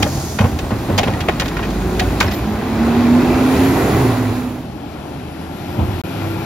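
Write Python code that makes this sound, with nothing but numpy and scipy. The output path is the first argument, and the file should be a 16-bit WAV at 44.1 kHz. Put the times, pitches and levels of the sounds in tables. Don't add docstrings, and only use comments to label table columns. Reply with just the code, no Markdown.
import sys
import numpy as np
from scipy import signal
from scipy.fft import rfft, irfft
from scipy.io import wavfile
from scipy.ndimage import uniform_filter1d

SR = 44100
rng = np.random.default_rng(int(sys.argv[2]) if len(sys.argv) > 2 else 0)


def put_to_file(sound):
    columns = np.atleast_2d(sound).T
    safe = np.clip(columns, -1, 1)
    whole_steps = np.round(safe * 32767)
    wavfile.write(sys.argv[1], SR, whole_steps.astype(np.int16))


N = 284445
T = np.arange(N) / SR
STEP = 32
PATHS = 2
DROPOUT_S = (6.0152, 6.037)


def undb(db):
    return 10 ** (np.asarray(db) / 20)


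def curves(table):
    s, *columns = np.transpose(table)
    return [np.interp(T, s, c) for c in columns]


def on_log(table, hz):
    f, v = np.transpose(table)
    return np.interp(np.log(np.maximum(hz, 1)), np.log(f), v)


def ramp(start_s, end_s):
    return np.clip((T - start_s) / (end_s - start_s), 0, 1)


def gate(start_s, end_s, edge_s):
    return np.clip(np.minimum(T - start_s, end_s - T) / edge_s, 0, 1)


def walk(rate):
    k = int(SR / rate)
    held = np.repeat(rng.standard_normal(size=4096)[:N // k + 1], k)
    return 1.32 * uniform_filter1d(uniform_filter1d(held, k), k)[:N]


def band(x, lo_hz, hi_hz, order=2):
    edges = [lo_hz, min(hi_hz, .45 * SR)]
    return signal.sosfilt(signal.butter(order, edges, "band", fs=SR, output="sos"), x)


def unit(x):
    return x / np.sqrt(np.mean(x ** 2))


def narrow(hz, width):
    return unit(band(rng.standard_normal(N), hz - width / 2, hz + width / 2))


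def decay(t, t60):
    return 1000. ** (-t / t60)


def ring(x, hz, t60):
    r = np.exp(-np.log(1000) / (t60 * SR))
    w = 2 * np.pi * hz / SR
    return signal.lfilter([np.sin(w) * np.sqrt(2 * (1 - r * r))], [1, -2 * r * np.cos(w), r * r], x)


def tone(hz, db, waver_db, drift, rate=12, waver_rate=14):
    phase = 2 * np.pi * (np.cumsum(hz * (1 + drift * walk(rate))) / SR + rng.random())
    return np.sqrt(2) * undb(db + waver_db * walk(waver_rate)) * np.sin(phase)


def far_share():
    return ramp(4.58, 4.69)


def near_fade():
    start_s, end_s = 4, 4.69
    return np.clip((end_s - T) / (end_s - start_s), 0, 1) ** 0.83


# (time [s], level about its closest [dB])
FAR_LEVEL = [(4.4, -8), (4.7, -9.5), (5.5, -6), (5.8, -3), (6.1, -2.5), (6.45, -2)]
# (time [s], speed [turns/s])
FAR_CRANK = [(4.3, 21.5), (4.75, 22.8), (5.2, 25.3), (5.7, 29.2), (5.82, 29.65), (6.02, 29.8), (6.03, 33.1),
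             (6.45, 32.8)]
# [cycles per crank turn], then the level of each [dB] speeding up and running steady
FAR_ORDERS = [1.5, 3, 4, 5.5, 6, 7, 8, 10, 12, 13, 15, 16, 21, 26]
FAR_EARLY_DB = [-18, -1.5, -16, -5, -7.5, -14, -31, -3, -2.5, -23, -28, -18.5, -14, -14.5]
FAR_LATE_DB = [-18, 3, -2, -3, -13, -22, -5, 0, -7, -14, -13, -14, -12, -18]
FAR_TONES_DB = -29


def far_engine():
    (crank,), (far_db,) = curves(FAR_CRANK), curves(FAR_LEVEL)
    out = np.zeros(N)
    for order, early_db, late_db in zip(FAR_ORDERS, FAR_EARLY_DB, FAR_LATE_DB):
        order_db = np.where(T < DROPOUT_S[1], early_db, late_db)
        out += tone(order * crank, FAR_TONES_DB + far_db + order_db, 2, 0.003)
    return out


# (centre [Hz], width [Hz], closest level speeding up [dB], running steady [dB])
FAR_HUM = [(1390, 70, -46, -41), (2450, 300, -51, -44), (840, 60, -48, -46)]


def far_hum():
    (far_db,) = curves(FAR_LEVEL)
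    out = np.zeros(N)
    for hz, width, early_db, late_db in FAR_HUM:
        db = np.where(T < DROPOUT_S[1], early_db, late_db) + far_db + 1.3 * walk(15)
        out += undb(db) * narrow(hz, width)
    return out


# (time [s], level [dB], pitch [Hz], t60 [s])
THUDS = [(0, -2.5, 95, 0.058), (.002, -10.5, 304, 0.12), (0.029, -4, 85.5, 0.12), (.062, -12, 610, 0.081),
         (0.17, -10, 78, 0.11), (0.403, 1.5, 201.4, 0.047), (0.438, -3, 89.5, 0.14), (.44, -6, 188, .06),
         (0.52, -14, 77.6, 0.24), (0.626, -8.5, 102, 0.066), (0.717, -5, 219, 0.055),
         (.731, -11.5, 167, 0.059), (0.723, -12.5, 113, 0.22), (0.884, -7, 303, .06),
         (0.899, -7, 228, 0.073), (.899, -7, 556, .05), (0.928, -9.5, 96, 0.37), (.981, -8, 546, .07),
         (.993, -9, 708, 0.084), (1.064, -8.5, 232, .06), (1.078, -8, 108, 0.087), (1.129, -12, 123, 0.17),
         (1.283, -12, 640, 0.062), (1.286, -13, 79.5, 0.12), (2.009, -10.5, 733, 0.16),
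         (2.022, -22, 730, 0.076), (2.125, -12.5, 283, 0.13), (2.203, -14, 870, 0.13),
         (2.205, -10, 1180, 0.045), (2.236, -15, 596, 0.081), (2.254, -9.5, 90, 0.16),
         (5.786, -6.5, 220, 0.06), (5.785, -29, 790, 0.077), (5.789, -21, 950, 0.069),
         (5.798, -20.5, 331.5, 0.36), (5.772, -12, 118, .1), (5.81, -6.5, 83.6, 0.21),
         (5.83, -12.5, 190, .1), (5.883, -9.5, 98.4, 0.14), (5.932, -13.5, 89, 0.13)]


def rumble_power(rise_s=0.0076, t60_s=0.22):
    power = 0
    for s, db, *_ in THUDS:
        t = np.maximum(T[::STEP] - s, 0)
        power = power + undb(2 * db) * (1 - np.exp(-t / rise_s)) * decay(2 * t, t60_s)
    return power


# (time [s], whine pitch [Hz])
PUMP_PITCH = [(0, 135), (1, 150), (1.45, 166), (2.2, 197), (2.95, 235), (3.4, 255), (3.72, 272),
              (3.85, 270), (4.15, 253.5), (4.3, 250), (4.9, 249)]


def firing_phase():
    (pump_hz,), (crank,) = curves(PUMP_PITCH), curves(FAR_CRANK)
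    firing_hz = np.where(T < FAR_LEVEL[1][0], pump_hz / 3.43, 3 * crank)
    return np.cumsum(firing_hz * (1 + .03 * walk(23))) / SR % 1


# (time [s], load about full [dB], treble level [dB], mids level [dB])
ROAR = [(0, -11.5, 7, 6), (.3, -16, 6.5, -1), (.6, -15, 2.5, 1), (1.1, -8.5, -3, 2), (1.6, -10, -3.5, 0.5),
        (2.05, -7.5, -0.5, 1), (2.46, -9, -4.5, 1.5), (2.65, -6, -7.5, 1.3), (2.87, -3, -7.5, 1.2),
        (3.16, 0.5, -9.5, -1.6), (3.35, 0.5, -8.5, -0.3), (3.52, 1.1, -4.5, -1), (3.8, 1.7, -2.5, 0),
        (4.06, -1.5, -3, -0.2), (4.3, -4.5, 0, 3), (4.5, -5.5, 1.5, 2)]
# (frequency [Hz], near level at full load [dB], share of load [1],
# share of treble level [1], far level at its closest [dB], share of far level [1])
ROAR_LAW = [(100, -21, 0.39, 0.016, -29, 0.52), (450, -20, 1., 0.012, -32, 0.48),
            (1990, -27, 0.97, 0.044, -34, 1.21), (5220, -36.5, 0.73, 0.38, -44.5, 1.13),
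            (11900, -47, 1, 1., -56, 1.27)]
# (frequency [Hz], level per band [dB])
NEAR_COLOUR = [(35, -27), (50, -14), (80, -4), (130, -7), (200, -5.5), (330, 0), (500, -8.5), (800, -3.5),
               (1300, -7), (2450, -9), (2800, -11.5), (3300, -4), (6000, -3.5), (8500, 10.5), (11000, 9.5),
               (15000, 6)]
FAR_COLOUR = [(35, -30), (50, -16), (90, -8), (200, -3), (330, -1.5), (480, -9), (750, -0.5), (1120, -9),
              (1410, -5.5), (1780, -10), (2400, -3.5), (4000, -3.5), (6000, -3), (8500, 2), (11500, 21),
              (15000, -29)]
# (frequency [Hz], level per band about the thud [dB])
RUMBLE = [(50, -26), (100, -13), (300, -25.5), (800, -22.5), (2000, -34), (5500, -55), (13000, -50)]
MIDS_HZ, MIDS_OCTAVES = 1100, 1.5
BLOW_HZ, BLOW_OCTAVES, BLOW_DB, BLOW_HOLD_S, BLOW_FALL_DB_PER_S = 6600, 0.77, -37.5, 0.31, 57
FAR_RUMBLE_DB_PER_OCTAVE = -1.5


def bump(hz, centre_hz, octaves):
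    return np.exp(-(np.log2(hz / centre_hz) / octaves) ** 2)


def roar(firing, knock=0.58, width=0.049):
    controls = [*curves(ROAR), *curves(FAR_LEVEL), walk(9), near_fade(), far_share()]
    load_db, treble_db, mids_db, far_db, swell, fade, distant = (c[::STEP] for c in controls)
    puff = unit(1 + knock * np.exp(-firing / width))
    panels = np.sqrt(rumble_power())
    blow_db = BLOW_DB - BLOW_FALL_DB_PER_S * np.maximum(T[::STEP] - BLOW_HOLD_S, 0)
    law = np.array(ROAR_LAW)
    out = 0
    for hz in 38.3 * 2 ** np.arange(0, 9, 1 / 3):
        full_db, load_part, treble_part, close_db, far_part = (on_log(law[:, [0, c]], hz) for c in range(1, 6))
        near_db = full_db + load_part * load_db + treble_part * treble_db
        near_db = near_db + mids_db * bump(hz, MIDS_HZ, MIDS_OCTAVES) + on_log(NEAR_COLOUR, hz)
        near = fade * undb(near_db)
        far = undb(close_db + far_part * far_db + on_log(FAR_COLOUR, hz))
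        air = undb(blow_db) * bump(hz, BLOW_HZ, BLOW_OCTAVES)
        duller_db = distant * FAR_RUMBLE_DB_PER_OCTAVE * max(np.log2(hz / 200), 0)
        rumble = panels * undb(on_log(RUMBLE, hz) + duller_db)
        gain = np.sqrt(near ** 2 + far ** 2 + air ** 2 + rumble ** 2)
        noise = unit(band(rng.standard_normal((PATHS, N)), hz * 2 ** (-1 / 6), hz * 2 ** (1 / 6)))
        gain = gain * undb(0.5 * swell + 0.8 * walk(18)[::STEP])
        out = out + np.interp(T, T[::STEP], gain) * noise * (puff if hz > 600 else 1)
    return out


# (time [s], pitch before smoothing [Hz], level [dB])
TURBO = [
    [(2.6, 8700, -66), (3.05, 9850, -54), (3.4, 10650, -49), (3.58, 11150, -44), (3.74, 11480, -42),
     (3.95, 11100, -44), (4.17, 10680, -48), (4.45, 10030, -50), (4.75, 9400, -64)],
    [(4.8, 9100, -66), (5.04, 9850, -56), (5.3, 10760, -54), (5.6, 11700, -53), (5.86, 12120, -52),
     (6.13, 12500, -50), (6.45, 12000, -50)],
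    [(2.25, 13000, -60), (2.4, 13500, -55), (2.6, 14600, -54), (2.8, 15900, -56)],
]
TURBO_GLIDE_S = 0.161


def turbochargers():
    out = np.zeros(N)
    for table in TURBO:
        hz, db = curves(table)
        hz = uniform_filter1d(hz, int(TURBO_GLIDE_S * SR))
        start_s, end_s = table[0][0], table[-1][0]
        end_s += end_s > 6
        out += gate(start_s, end_s, 0.088) * tone(hz, db, 2, .006, rate=500, waver_rate=60)
    return out


# (start [s], end [s], level [dB])
VALVE = [(0.052, 0.99, -64), (1.698, 2.15, -71)]
# (pitch [Hz], level about the valve's [dB])
VALVE_LINES = [(7903, 13), (7560, 5), (8300, 5), (9850, 6), (13631, -4)]


def valve():
    moving = sum(undb(db) * gate(start_s, end_s, 0.017) for start_s, end_s, db in VALVE)
    return moving * sum(tone(hz, db, 4, 0.005, rate=200, waver_rate=35) for hz, db in VALVE_LINES)


# (time [s], length [s], level [dB])
BRAKE_AIR = [(2.232, .06, -45), (2.312, .1, -40), (1.43, .07, -48)]
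# (centre [Hz], width [Hz], level about the burst [dB])
BRAKE_AIR_BANDS = [(13240, 270, 1), (14050, 350, -8), (14700, 300, -8)]


def brake_air():
    bursts = np.zeros(N)
    for s, length, db in BRAKE_AIR:
        rise, fall = (T - s) / .005, 2 * (s + length - T) / length
        bursts += undb(db) * np.clip(np.minimum(rise, fall), 0, 1)
    return bursts * sum(undb(db) * narrow(hz, width) for hz, width, db in BRAKE_AIR_BANDS)


# (resonance [Hz], width [Hz], level [dB])
BLOCK_RINGS = [(756, 150, -32), (1056, 110, -38.5), (1426, 96, -39.5), (1940, 300, -38.5),
               (2370, 185, -39.5), (2620, 164, -42), (1987, 50, -43.5), (371, 81, -27.5)]


def block(firing, follows=1.0, width=0.69):
    load_db = curves(ROAR)[0]
    knock = unit(.4 + np.exp(-firing / width))
    knock = knock * undb(follows * load_db + 1.5 * walk(45)) * near_fade()
    return knock * sum(undb(db + 2.7 * walk(11)) * narrow(hz, ring_width) for hz, ring_width, db in BLOCK_RINGS)


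# (time [s], level [dB])
PUMP_LEVEL = [(0, -26.5), (1, -55), (1.4, -25), (1.62, -30), (1.75, -31), (1.9, -21), (2.02, -33),
              (2.2, -26), (2.3, -25), (2.41, -33), (2.46, -19), (2.58, -21.5), (2.66, -28.5), (2.8, -15.5),
              (3.05, -12), (3.3, -15), (3.72, -14.5), (3.83, -29), (4.05, -17.5), (4.14, -26.5),
              (4.21, -20), (4.45, -21.5), (4.6, -30.5), (4.85, -66)]
# (tones per pump cycle [1], resonance [Hz], width [Hz], level on it [dB], level off it [dB])
SWEPT = [(2, 374, 24, -25, -50), (2, 435, 26, -31, -60), (1 / 3.43, 54.3, 5.7, -20, -34.5),
         (1 / 3.43, 51, 2.9, -24, -60)]


def pump():
    (pump_hz,) = curves(PUMP_PITCH)
    out = tone(pump_hz, *curves(PUMP_LEVEL), 1.64, 0.0068, rate=40, waver_rate=25)
    for k, hz, width, on_db, off_db in SWEPT:
        db = off_db + (on_db - off_db) * np.exp(-((k * pump_hz - hz) / width) ** 2)
        out += near_fade() * tone(k * pump_hz, db, 2.06, 0.0118, rate=30)
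    return out


# (time [s], pitch [Hz], level [dB])
EXHAUST = [(3.4, 102, -60), (3.65, 108.2, -20), (3.85, 119, -25), (3.95, 120.8, -18.5), (4.08, 121, -15.5),
           (4.3, 111.9, -25), (4.5, 109, -33), (4.7, 106.2, -74)]


def exhaust():
    return tone(*curves(EXHAUST), 3, 0.059, rate=35)


# (time [s], level [dB])
CLINKS = [(2.277, -20), (2.311, -26), (2.331, -29)]
# (pitch [Hz], level about the tap [dB], t60 [s])
LATCH_MODES = [(1980, -1, 0.044), (2730, -13, 0.035), (5300, -1, 0.035)]


def clinks():
    out = np.zeros(N)
    for s, tap_db in CLINKS:
        t = np.maximum(T - s, 0)
        modes = sum(undb(tap_db + db) * decay(t, t60) * np.sin(2 * np.pi * hz * t) for hz, db, t60 in LATCH_MODES)
        out += (1 - np.exp(-t / 0.0011)) * modes
    return out


def thuds(push_s=0.0025):
    out, t = np.zeros(N), T[:int(.4 * SR)]
    for s, db, hz, t60 in THUDS:
        wall = 0.43 * min(250 / hz, 1) * np.sin(2 * np.pi * 2.62 * hz * t) * decay(t, t60)
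        drum = np.sin(2 * np.pi * hz * t) + wall
        push = 1 - np.exp(-t / push_s * max(hz / 700, 1))
        i = int(s * SR)
        out[i:i + len(t)] += undb(db) * push * decay(t, t60) * drum
    return out


# (time [s], peak [dB], low knock [dB], body [dB], treble [dB]), the last three about the peak
CLANKS = [(0.024, -7.5, -8, -6.5, -9.5), (.06, -26, 5, 2, -22), (.386, -13, -1.5, 1.5, -17.5),
          (0.405, -19.5, 4, -3, -12), (.439, -21.5, 9, 2, -28), (.459, -39, -6, -1, -22),
          (0.587, -23, -1.5, -5, -7.5), (.705, -26.5, 7, 7, -15), (.723, -36, -9, 0, -20),
          (.897, -32, 2, 2, -26), (0.977, -16, -6, -8, -4), (.984, -8, 1.5, -18, -12.5),
          (1.029, -14.5, 2, -16, -16.5), (1.072, -17.5, 2.5, -7, -19), (1.094, -31, -6, 4, -14),
          (1.132, -23.5, -18, -3, -14), (1.203, -21, -8, -9, -10.5), (1.283, -7.5, 0, -5, -22.5),
          (1.304, -30, 2, -2, -22), (1.396, -14.5, -23, -3, -8), (1.414, -16.5, 0, -2, -15),
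          (1.454, -21, -1, -5, -14), (1.479, -27.5, -4, -6, -4.5), (1.564, -19, -20, 4, -19.5),
          (1.589, -22.5, 0.5, 2, -25), (1.626, -21, -9, -1, -25), (1.648, -29, -6, -8, -12),
          (1.7, -41, -6, -7, 2.5), (1.812, -29.5, 5, 7, -19), (1.993, -10.5, -22, -10, -12.5),
          (2.015, -23, 3, -6, -25), (2.201, -15.5, -28, -20, -2.5), (2.205, -6, -12, 3.5, -30),
          (2.223, -22, -5, -1, -6), (2.24, -23.5, -3, 6, -18), (2.255, -33, -3, -3, -23),
          (2.279, -24, -9, 1, -28), (2.31, -24, -10, -5, -11), (2.335, -35, -4, -5, -1)]
# (pitch [Hz], level [dB], t60 [s])
ARM_MODES = [(560, 0, 0.07), (645, 0, 0.07), (834, 2, 0.05), (1100, 1, 0.04), (1490, 3, 0.05),
             (1740, -2, .05), (1920, 5, 0.05), (2190, -1, 0.04), (2530, 4, 0.05), (2910, -2, .04),
             (3240, -1, 0.04), (3750, -3, 0.04), (4570, -6, 0.04), (5160, -5, 0.03)]
RATTLES, RATTLE_DB, RATTLE_T60_S, RATTLE_SCATTER_DB = 600, -41.5, 0.61, 2.5


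def rattle():
    when, size = rng.random((RATTLES, 2)).T
    end = int(2.7 * SR)
    at = (when * end).astype(int)
    shaken = 0
    for s, db, *_ in CLANKS:
        after = np.maximum(T[at] - s, 0)
        shaken = shaken + undb(db) * (T[at] > s) * decay(after, RATTLE_T60_S)
    knocks = np.zeros(end)
    knocks[at] = shaken * undb(-RATTLE_SCATTER_DB * np.log(1 - size))
    envelope = signal.lfilter([1], [1, -np.exp(-1 / (0.007 * SR))], knocks)
    shake = envelope * rng.standard_normal((PATHS, end))
    rung = sum(undb(db - 24) * ring(shake, hz, t60) for hz, db, t60 in ARM_MODES)
    body = band(shake, 500, 3800) + rung
    return np.pad(undb(RATTLE_DB) * unit(body), [(0, 0), (0, N - end)])


CONTACT_S, CLANK_TAIL_T60_S = 0.0047, 0.18
TREBLE_DIES_S = 0.2
RING_DB, RING_SCATTER_DB = -23, 2.5
CHATTER_DB, CHATTER_S = 3.5, .0015
SNAP_SHARE = 0.86
TOP_DROP_DB = -12


def clanks(tail_db=-12, snap_db=2, bright_db=3, sharp=1.17):
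    out, t = np.zeros((PATHS, N)), T[:SR // 5]
    edges_hz = [(350, 900), (900, 1600), (1600, 2750), (2750, 4200), (4200, 7800), (7800, 17000)]
    x = t / CONTACT_S
    tail = undb(tail_db) * (1 - np.exp(-x)) * decay(t, CLANK_TAIL_T60_S)
    shape = (x * np.exp(1 - x)) ** sharp + tail
    step = int(CHATTER_S * SR)
    for s, peak_db, low_db, body_db, treble_db in CLANKS:
        held = np.repeat(rng.standard_normal(len(t) // step + 1), step)[:len(t)]
        shake = shape * undb(CHATTER_DB * held) * rng.standard_normal((PATHS, len(t)))
        body = shake.copy()
        for hz, db, t60 in ARM_MODES:
            level, detune = rng.standard_normal(2)
            mode_db = db + RING_DB + RING_SCATTER_DB * level
            body += undb(mode_db) * ring(shake, hz * (1 + 0.015 * detune), t60)
        bright = treble_db + bright_db
        snap = SNAP_SHARE * treble_db + snap_db
        bands_db = [low_db + 1, body_db - 6, -3, snap, bright, bright + TOP_DROP_DB]
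        i = int(s * SR)
        for n, (edge, db) in enumerate(zip(edges_hz, bands_db)):
            part = (-1) ** n * band(body, *edge) * np.exp(-t * np.sqrt(edge[0] / 1000) / TREBLE_DIES_S)
            crest = np.sqrt(2 * uniform_filter1d(part ** 2, size=SR // 250).max(axis=1, keepdims=True))
            out[:, i:i + len(t)] += undb(peak_db + db) * part / crest
    return out


# (frequency [Hz], level about the scattered sound [dB])
SPREAD = [(60, -28), (380, -19), (700, -10), (1300, -8), (2400, -6), (3000, -3.5), (4600, -2), (5600, -7),
          (7000, -2.5), (7800, -18), (10000, -34.5), (11500, -8), (15000, -49)]
FAR_SPREAD_DB = 0.4


def scene():
    firing = firing_phase()
    front, scattered = roar(firing) + clanks() + rattle()
    plain = far_engine() + far_hum() + turbochargers() + valve() + brake_air()
    plain = plain + block(firing) + pump() + exhaust() + clinks() + thuds()
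    echo = np.roll(plain, int(0.0065 * SR))
    spread = undb(on_log(SPREAD, np.fft.rfftfreq(N, 1 / SR)))
    side = irfft(rfft(scattered + echo) * spread, N) * undb(FAR_SPREAD_DB * far_share())
    return np.array([front + plain + side, front + plain - side])


def ports(dry, turn, balance):
    hz = np.fft.rfftfreq(N, 1 / SR)
    port = np.exp(.5j * on_log(turn, hz)) * undb(on_log(balance, hz) / 2)
    return irfft(rfft(dry) * np.array([port, 1 / port]), N)


# (frequency [Hz], left minus right [dB])
LEFT_TURN = [(60, .05), (250, .2), (850, .6), (1200, .3), (1700, 0), (2300, .3), (2850, .95), (3600, .6),
             (4900, .9), (5700, -1.3), (6600, -1.2), (7600, -np.pi), (10000, -np.pi), (11500, -2 * np.pi)]
LEFT_BALANCE = [(60, -1.4), (200, -1), (380, -.3), (600, 0), (900, 1.8), (1290, 2), (2380, 0), (4400, -1),
                (7600, 0), (15000, 0)]
PASSED_TURN = [(60, 0), (250, 0), (600, -.45), (850, -.15), (1700, -.65), (2300, -.35), (2850, .7),
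               (3600, .2), (4900, .9), (5700, -1.3), (6600, -1.2), (7600, -np.pi), (10000, -np.pi),
               (11500, -2 * np.pi)]
PASSED_BALANCE = [(60, -1.5), (250, -2), (400, -1.3), (700, -3.2), (1290, -.3), (2380, .3), (2900, 1.5),
                  (4400, -1), (7600, 0), (15000, 0)]
FAR_TURN = [(60, .1), (250, .4), (600, .9), (850, 1.3), (1200, -.1), (1700, .5), (2300, 1.), (3600, 1.5),
            (4600, 1.4), (5600, -.5), (6600, -1.7), (7600, -np.pi), (10000, -np.pi), (12500, -2 * np.pi)]
FAR_BALANCE = [(60, -4), (110, -0.5), (200, 0), (600, 1.5), (850, 8.5), (1290, 6.5), (2380, 6), (3600, 7),
               (4600, 7), (5600, 10), (7600, -10.5), (10000, 6), (15000, -4)]
TOP_HZ = 15750


def record(dry):
    far = far_share()
    passed = ramp(2, 4)
    wet = ports(dry * (1 - far) * (1 - passed), LEFT_TURN, LEFT_BALANCE)
    wet = wet + ports(dry * (1 - far) * passed, PASSED_TURN, PASSED_BALANCE)
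    wet = wet + ports(dry * far, FAR_TURN, FAR_BALANCE)
    wet = signal.sosfilt(signal.butter(2, 38, "high", fs=SR, output="sos"), wet)
    wet = np.tanh(0.77 * wet) / 0.88
    wet = wet * ((T < DROPOUT_S[0]) | (T > DROPOUT_S[1]))
    return signal.sosfilt(signal.ellip(10, .2, 80, TOP_HZ, fs=SR, output="sos"), wet)


dry = scene()
out = record(dry)
put_to_file(out)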